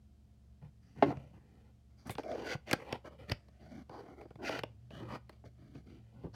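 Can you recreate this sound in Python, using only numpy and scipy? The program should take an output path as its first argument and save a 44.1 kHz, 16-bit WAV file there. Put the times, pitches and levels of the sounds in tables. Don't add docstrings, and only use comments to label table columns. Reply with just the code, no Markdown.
import sys
import numpy as np
from scipy import signal
from scipy.fft import rfft, irfft
from scipy.io import wavfile
from scipy.ndimage import uniform_filter1d

SR = 44100
rng = np.random.default_rng(int(sys.argv[2]) if len(sys.argv) > 2 else 0)


def pcm_store(signal):
    levels = np.round(np.clip(np.atleast_2d(signal), -1, 1) * 32767)
    wavfile.write(sys.argv[1], SR, levels.astype(np.int16).T)


N = 280035
T = np.arange(N) / SR
BODY_HZ, CRACK_HZ, CRACK_TOP_HZ, TOP_HZ = 268, 1198, 6900, 16100


def undb(db):
    return 10 ** (np.asarray(db) / 20)


def unit(x):
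    return x / np.sqrt(np.mean(x ** 2))


def steady(x, span_s=0.037):
    return x / np.sqrt(uniform_filter1d(x ** 2, int(span_s * SR)) + 1e-6 * np.mean(x ** 2))


def band(x, lo_hz, hi_hz, order=3):
    return signal.sosfilt(signal.butter(order, [lo_hz, hi_hz], "band", fs=SR, output="sos"), x)


def resonate(x, hz, width_hz):
    return signal.lfilter(*signal.iirpeak(hz, hz / width_hz, fs=SR), x)


def walk(per_s):
    k = int(SR / per_s)
    steps = np.repeat(rng.standard_normal(N // k + 1), k)
    return unit(uniform_filter1d(uniform_filter1d(steps, k), k)[:N])


def fan_and_room_tone(waver_hz=1.1, flutter_db=1, air_db=-65.5):
    # (frequency [Hz], level [dB])
    hum_lines = [(70, -64), (116, -68), (167, -81.5), (210, -73.5), (690, -89.5), (3155, -101)]
    # (frequency [Hz], relative density [dB])
    air_spectrum = [(25, -18.5), (45, -6), (70, -3.5), (100, -9), (210, -15), (290, -21.5), (450, -28.5),
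                    (680, -31), (900, -37.5), (1800, -42), (5000, -44), (8000, -48), (16000, -56)]
    air_hz, density_db = np.transpose(air_spectrum)
    bins_hz = np.fft.rfftfreq(N, 1 / SR) + 1
    colour = undb(np.interp(np.log(bins_hz), np.log(air_hz), density_db))
    air = irfft(rfft(rng.standard_normal(N)) * colour, N)
    hum = np.zeros(N)
    for hz, db in hum_lines:
        peak = np.sqrt(2) * undb(db + flutter_db * walk(9.4))
        hum += peak * np.sin(2 * np.pi * np.cumsum(hz + waver_hz * walk(7.8)) / SR)
    return undb(air_db) * unit(air) + hum


def slips(per_s, spread_db):
    size = undb(spread_db * np.minimum(rng.exponential(size=N), 4))
    return (rng.random(N) < per_s / SR) * size * rng.choice([-1, 1], N)


def hollow_case(force, grip_db, tuning=0.98, direct_db=-19, reflection_s=0.0017, reflection=0.12):
    # (frequency before tuning [Hz], width [Hz], gain [dB])
    case_modes = [(200, 120, 2), (320, 192, 4.5), (508, 177, 3), (602, 102, 2), (787, 140, -2.5),
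                  (1100, 340, -6.5), (1400, 110, -9.5), (1517, 110, -6.5), (1975, 360, -10.5),
                  (2164, 160, -5.5), (2387, 150, -12), (2970, 350, -9), (2980, 140, -9.5),
                  (3400, 260, -23.5), (3680, 250, -40.5), (4700, 430, -29), (5000, 300, -15),
                  (5720, 500, -31.5), (8800, 310, -20), (12400, 560, -34.5), (15000, 1800, -33)]
    out = undb(direct_db) * band(force, 330, 4900, order=4)
    for k, (hz, width, db) in enumerate(case_modes):
        grip = walk(9) if len(force) == N else rng.standard_normal()
        out += (-1) ** k * undb(db + grip_db * grip) * resonate(force, hz * tuning, width)
    delayed = np.pad(out, (int(reflection_s * SR), 0))[:len(out)]
    return out + reflection * delayed


def stroke_pressure(t, length, swell_db, arch_db=4, attack_s=0.02, release_s=0.01):
    from_middle = np.clip(t / length, 0, 1) - .5
    hold = undb(swell_db * from_middle + arch_db * (np.cos(np.pi * from_middle) - .5))
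    return np.minimum(t / attack_s, 1) * hold * np.exp(-np.maximum(t - length, 0) / release_s)


def sliding(jerk_db=1.5, rasp_share=0.49, sheen_db=-35.5, sheen_slope=0.75):
    # (start [s], length [s], drag [dB],
    # swell [dB], grit over drag [dB], hand weight over drag [dB], rasp pitch [Hz], rasp gain [dB])
    strokes = [ (0.611, 0.087, -68, -16, -11, 16, 134, 21), (0.812, 0.14, -81, 1, 2, 14.5, 5500, 7),
               (0.948, 0.072, -60.5, 7.5, -7.5, 10.5, 1980, -3), (1.043, 0.08, -37.5, 3, -21, -3, 343, 6),
               (1.136, 0.18, -63.5, -11, -11, 5, 570, 4), (1.32, 0.065, -67, -0.5, -10.5, 8, 408, -3),
               (1.38, 0.33, -73.5, 2, -9, 6, 4500, -8), (1.969, 0.073, -77, -2.5, 3.5, 10, 5500, 8.5),
               (2.049, 0.053, -55.5, -7.5, -7.5, 7, 296, -3), (2.172, 0.053, -60, -12, 0, -7, 5000, -2),
               (2.227, 0.13, -42, 12, -20.5, -24, 610, 8), (2.363, .12, -45.5, -6.5, -14, -12.5, 750, -8),
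               (2.436, 0.1, -48.5, 19.5, 1.5, -21, 1620, -5), (2.658, 0.063, -50, 13, -2.5, -9, 2150, -1),
               (2.772, 0.055, -53.5, 13, -9, -9, 2150, 2), (2.831, 0.13, -50.5, 14, -10, -8.5, 970, -15),
               (3.037, 0.042, -50.5, 6.5, -10, -22, 594, -18), (3.102, 0.08, -62, -16, -13.5, -1, 580, -6),
               (3.18, 0.096, -60, -10.5, -7.5, 3, 2000, -17), (3.275, 0.05, -52, 7.5, -1, 7, 2020, -3),
               (3.589, 0.13, -63, 0, -9.5, 4, 4600, -4), (3.702, .12, -58.5, 2, -9.5, 9.5, 252, 7.5),
               (3.888, 0.12, -51, 5.5, -16.5, -16.5, 4700, -1),
               (3.986, 0.16, -57, 7.5, -16.5, -7, 780, -40), (4.16, 0.079, -54.5, 4.5, -16, -15, 442, 0),
               (4.375, 0.069, -49.5, 17, -28, -8, 357, 11), (4.411, 0.072, -54.5, 32, 4, -17, 4570, -16),
               (4.497, 0.1, -43, -4, -3.5, -30, 4660, -21), (4.899, 0.1, -58, 9, -3.5, 6, 3400, -1),
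               (4.992, 0.083, -51, 0, -15.5, -1, 380, 10.5),
               (5.071, 0.089, -48, 13.5, -8.5, -3.5, 1095, -2), (5.31, 0.059, -74, -12, -2.5, 5, 4360, -5),
               (5.443, .033, -58.5, -3, -7.5, 5, 512, 12), (5.571, 0.18, -70, -1.5, -8.5, 11, 301, 1.5),
               (5.735, 0.073, -62.5, -6, -9, 9, 298, -1.5), (5.855, 0.15, -64, -6.5, -10, 7, 305, 0.5),
               (6.113, 0.13, -70.5, 10, -11, 11, 232, -3.5), (6.233, 0.055, -52, -18, -26.5, 9, 380, 9.5),
               (6.328, .03, -57.5, 7, -4, 10, 5000, 7)]
    drag_trim_db, scrape_trim_db, rumble_trim_db = -1, -1, -2
    force = slips(per_s=3400, spread_db=2.5) * undb(jerk_db * walk(85))
    shell = hollow_case(force, grip_db=3)
    hand = slips(per_s=720, spread_db=3.5)
    sheen = steady(band(band(force, 7200, TOP_HZ), 2600, 10000, order=1))
    out = holding_hand(shell)
    for start, length, db, swell_db, grit_db, weight_db, rasp_hz, rasp_db in strokes:
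        span = slice(int(start * SR), int((start + length) * SR) + SR // 8)
        width = rasp_share * rasp_hz
        rung, rocked = (x + undb(rasp_db) * resonate(resonate(x, rasp_hz, width), rasp_hz, width)
                        for x in (shell[span], hand[span]))
        press = undb(db) * stroke_pressure(T[:len(rung)], length, swell_db)
        drag = steady(band(rung, BODY_HZ, CRACK_HZ)) * undb(drag_trim_db)
        scrape = steady(band(rung, CRACK_HZ, 6400, order=7)) * undb(grit_db + scrape_trim_db)
        rumble = steady(band(rocked, 68, 235)) * undb(weight_db + rumble_trim_db)
        hiss = undb(sheen_db) * (press * undb(grit_db)) ** sheen_slope * sheen[span]
        out[span] += press * (drag + scrape + rumble) + hiss
    return out


def desk_knocks(crack_db=-9, crack_s=0.012, hard_contact_s=0.0017):
    # (time [s], strength [dB], contact time [s])
    blows = [(0.623, -45, .004), (1.024, -12, .0003), (1.029, -28.5, 0.00042), (1.0385, -36, .0002),
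             (1.106, -28, 0.00067), (5.439, -37.5, 0.0017), (6.244, -36, 0.002)]
    # (frequency [Hz], gain [dB], time to fall 60 dB [s])
    desk_modes = [(136, -27, 0.66), (237.6, -8.5, 0.057), (288, -9.5, 0.18), (395.5, -6, 0.11),
                  (460, -3.5, 0.027), (562.2, -8, 0.095), (679, 3, .05), (858, -1.5, 0.067),
                  (1082, -7.5, 0.081), (1330, -6.5, 0.028), (1560, -13, 0.073), (1825, -10.5, .06),
                  (2078, -13, 0.086), (2266, -11.5, .05), (2795, -10.5, .05), (3746, -24, 0.043),
                  (4900, -45, .05)]
    out = np.zeros(N + SR)
    t = T[:SR // 2]
    ring = sum((-1) ** k * undb(db) * np.sin(2 * np.pi * hz * t) * np.exp(-np.log(1000) * t / t60)
               for k, (hz, db, t60) in enumerate(desk_modes))
    for start, db, contact_s in blows:
        push = np.exp(-t / contact_s)
        crack = unit(band(rng.standard_normal(len(t)), 900, 3700, order=2)) * np.exp(-t / crack_s)
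        crack /= 1 + (contact_s / hard_contact_s) ** 2
        knock = signal.fftconvolve(ring + undb(crack_db) * crack, push / push.sum())[:len(t)]
        out[int(start * SR):][:len(t)] += undb(db) * knock
    return out[:N]


def joint_snaps(chatter=0.14, tail_db=-23, tail_s=0.0055, bite_db=-7, bite_share=0.081):
    # (time [s], body level [dB], hardness as crack over body [dB],
    # thump over body [dB], chatter decay [s], crack pitch [Hz])
    snaps = [(1.171, -59.5, -5, 16, 0.00056, 2550), (2.07, -59, -2.5, -10, 0.015, 6030),
             (2.095, -43.5, -6, 1, 0.0048, 2260), (2.105, -52.5, 1, 6.5, .016, 3460),
             (2.153, -59.5, 3.5, 7.5, 0.0017, 2700), (2.1829, -39, -12, -28, 0.0018, 1870),
             (2.1936, -41, -21, -24, 0.0034, 1670), (2.234, -60, -0.5, -18, 0.0022, 1670),
             (2.316, -56, -1.5, 0, .001, 3400), (2.55, -46.5, -19, 7.5, 0.0042, 1400),
             (2.712, -40, 2.5, -8, .003, 2000), (2.73, -29.5, -1, -8, 0.0035, 1604),
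             (2.926, -37.5, -4.5, -7.5, 0.0018, 1345), (3.047, -57.5, -26, -2, 0.00092, 1400),
             (3.297, -49.5, 1.5, -20, 0.002, 4630), (3.316, -41, -4, 8, 0.0014, 2050),
             (3.319, -54, 15, 18, 0.0016, 4850), (3.484, -67.5, -7, 6, 0.0044, 3970),
             (3.895, -52, -14, -2, 0.0018, 1500), (4.213, -54, -13, -14, 0.003, 2230),
             (4.254, -52.5, -32, -11, 0.0064, 1520), (4.306, -54.5, -18.5, -6, .005, 2480),
             (4.356, -59, -11, 6, 0.0036, 3400), (4.4929, -36.5, -12, -17, 0.0025, 1720),
             (4.591, -53, 8, 5.5, 0.0017, 4430), (4.635, -39, -6.5, -9.5, 0.0022, 2790),
             (4.906, -57, -8.5, 5.5, .0023, 2680), (5.294, -55, -6, -7, 0.0049, 4400),
             (5.753, -58, -13, 3.5, 0.0024, 2450)]
    thump_hz, rise_s, decay_s = 135, 0.0038, 0.005
    out = np.zeros(N + SR)
    t = T[:SR // 8]
    thump = np.sin(2 * np.pi * thump_hz * t) * np.exp(-t / decay_s) * (1 - np.exp(-t / rise_s))
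    for start, body_db, hard_db, thump_db, chatter_s, crack_hz in snaps:
        fade = np.exp(-t / chatter_s)
        force = chatter * rng.standard_normal(len(t)) * (fade + undb(tail_db) * np.exp(-t / tail_s))
        force[0] += 1
        tuning = np.clip(1 + 0.082 * rng.standard_normal(), .9, 1.1)
        shell = hollow_case(force, grip_db=1, tuning=tuning)
        body = band(shell, BODY_HZ, CRACK_HZ)
        bite = undb(bite_db) * resonate(force, crack_hz, bite_share * crack_hz)
        crack = band(shell + bite, CRACK_HZ, CRACK_TOP_HZ)
        fizz = rng.standard_normal(len(t)) * fade
        sizzle = band(band(fizz, 7800, TOP_HZ), 2600, 9800, order=1)
        sizzle_db = -19.5 + 1.2 * hard_db + 20 * np.log10(chatter_s / 0.0022)
        for db, part in [(thump_db, thump), (0, body), (hard_db, crack), (sizzle_db, sizzle)]:
            rms = np.sqrt(np.sum(part ** 2) / (SR * 0.019))
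            out[int(start * SR):][:len(t)] += undb(body_db + db) * part / rms
    return out[:N]


def holding_hand(shell, from_s=1.9, level_db=-80, restless_db=3):
    creep = steady(band(shell, BODY_HZ, CRACK_TOP_HZ))
    return creep * undb(level_db + restless_db * walk(15)) * (T > from_s)


def tilt_hum(hz=115.6, waver_hz=6.4):
    # (time [s], level [dB])
    swells = [(4.5, -59), (4.6, -52.5), (4.8, -61.5), (5.05, -48.5), (5.2, -66.5), (5.5, -67.5),
              (6.35, -59.5)]
    peak = np.sqrt(2) * undb(np.interp(T, *np.transpose(swells), left=-100))
    return peak * np.sin(2 * np.pi * np.cumsum(hz + waver_hz * walk(15)) / SR)


def small_room(x, wet_db=-22, t60_s=0.22):
    t = T[:SR // 2]
    tail = band(rng.standard_normal(len(t)), 100, 5000, order=1)
    tail *= np.exp(-np.log(1000) * t / t60_s) * (t > .005)
    return x + undb(wet_db) * signal.fftconvolve(x, tail / np.sqrt(np.sum(tail ** 2)))[:N]


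def scene():
    handling = sliding() + joint_snaps() + desk_knocks()
    return (small_room(handling) + fan_and_room_tone() + tilt_hum())[None]


def record(dry):
    low_cut = signal.butter(5, 47, "high", fs=SR, output="sos")
    high_cut = signal.ellip(8, .2, 70, TOP_HZ, fs=SR, output="sos")
    return signal.sosfilt(high_cut, signal.sosfilt(low_cut, dry))


dry = scene()
out = record(dry)
pcm_store(out)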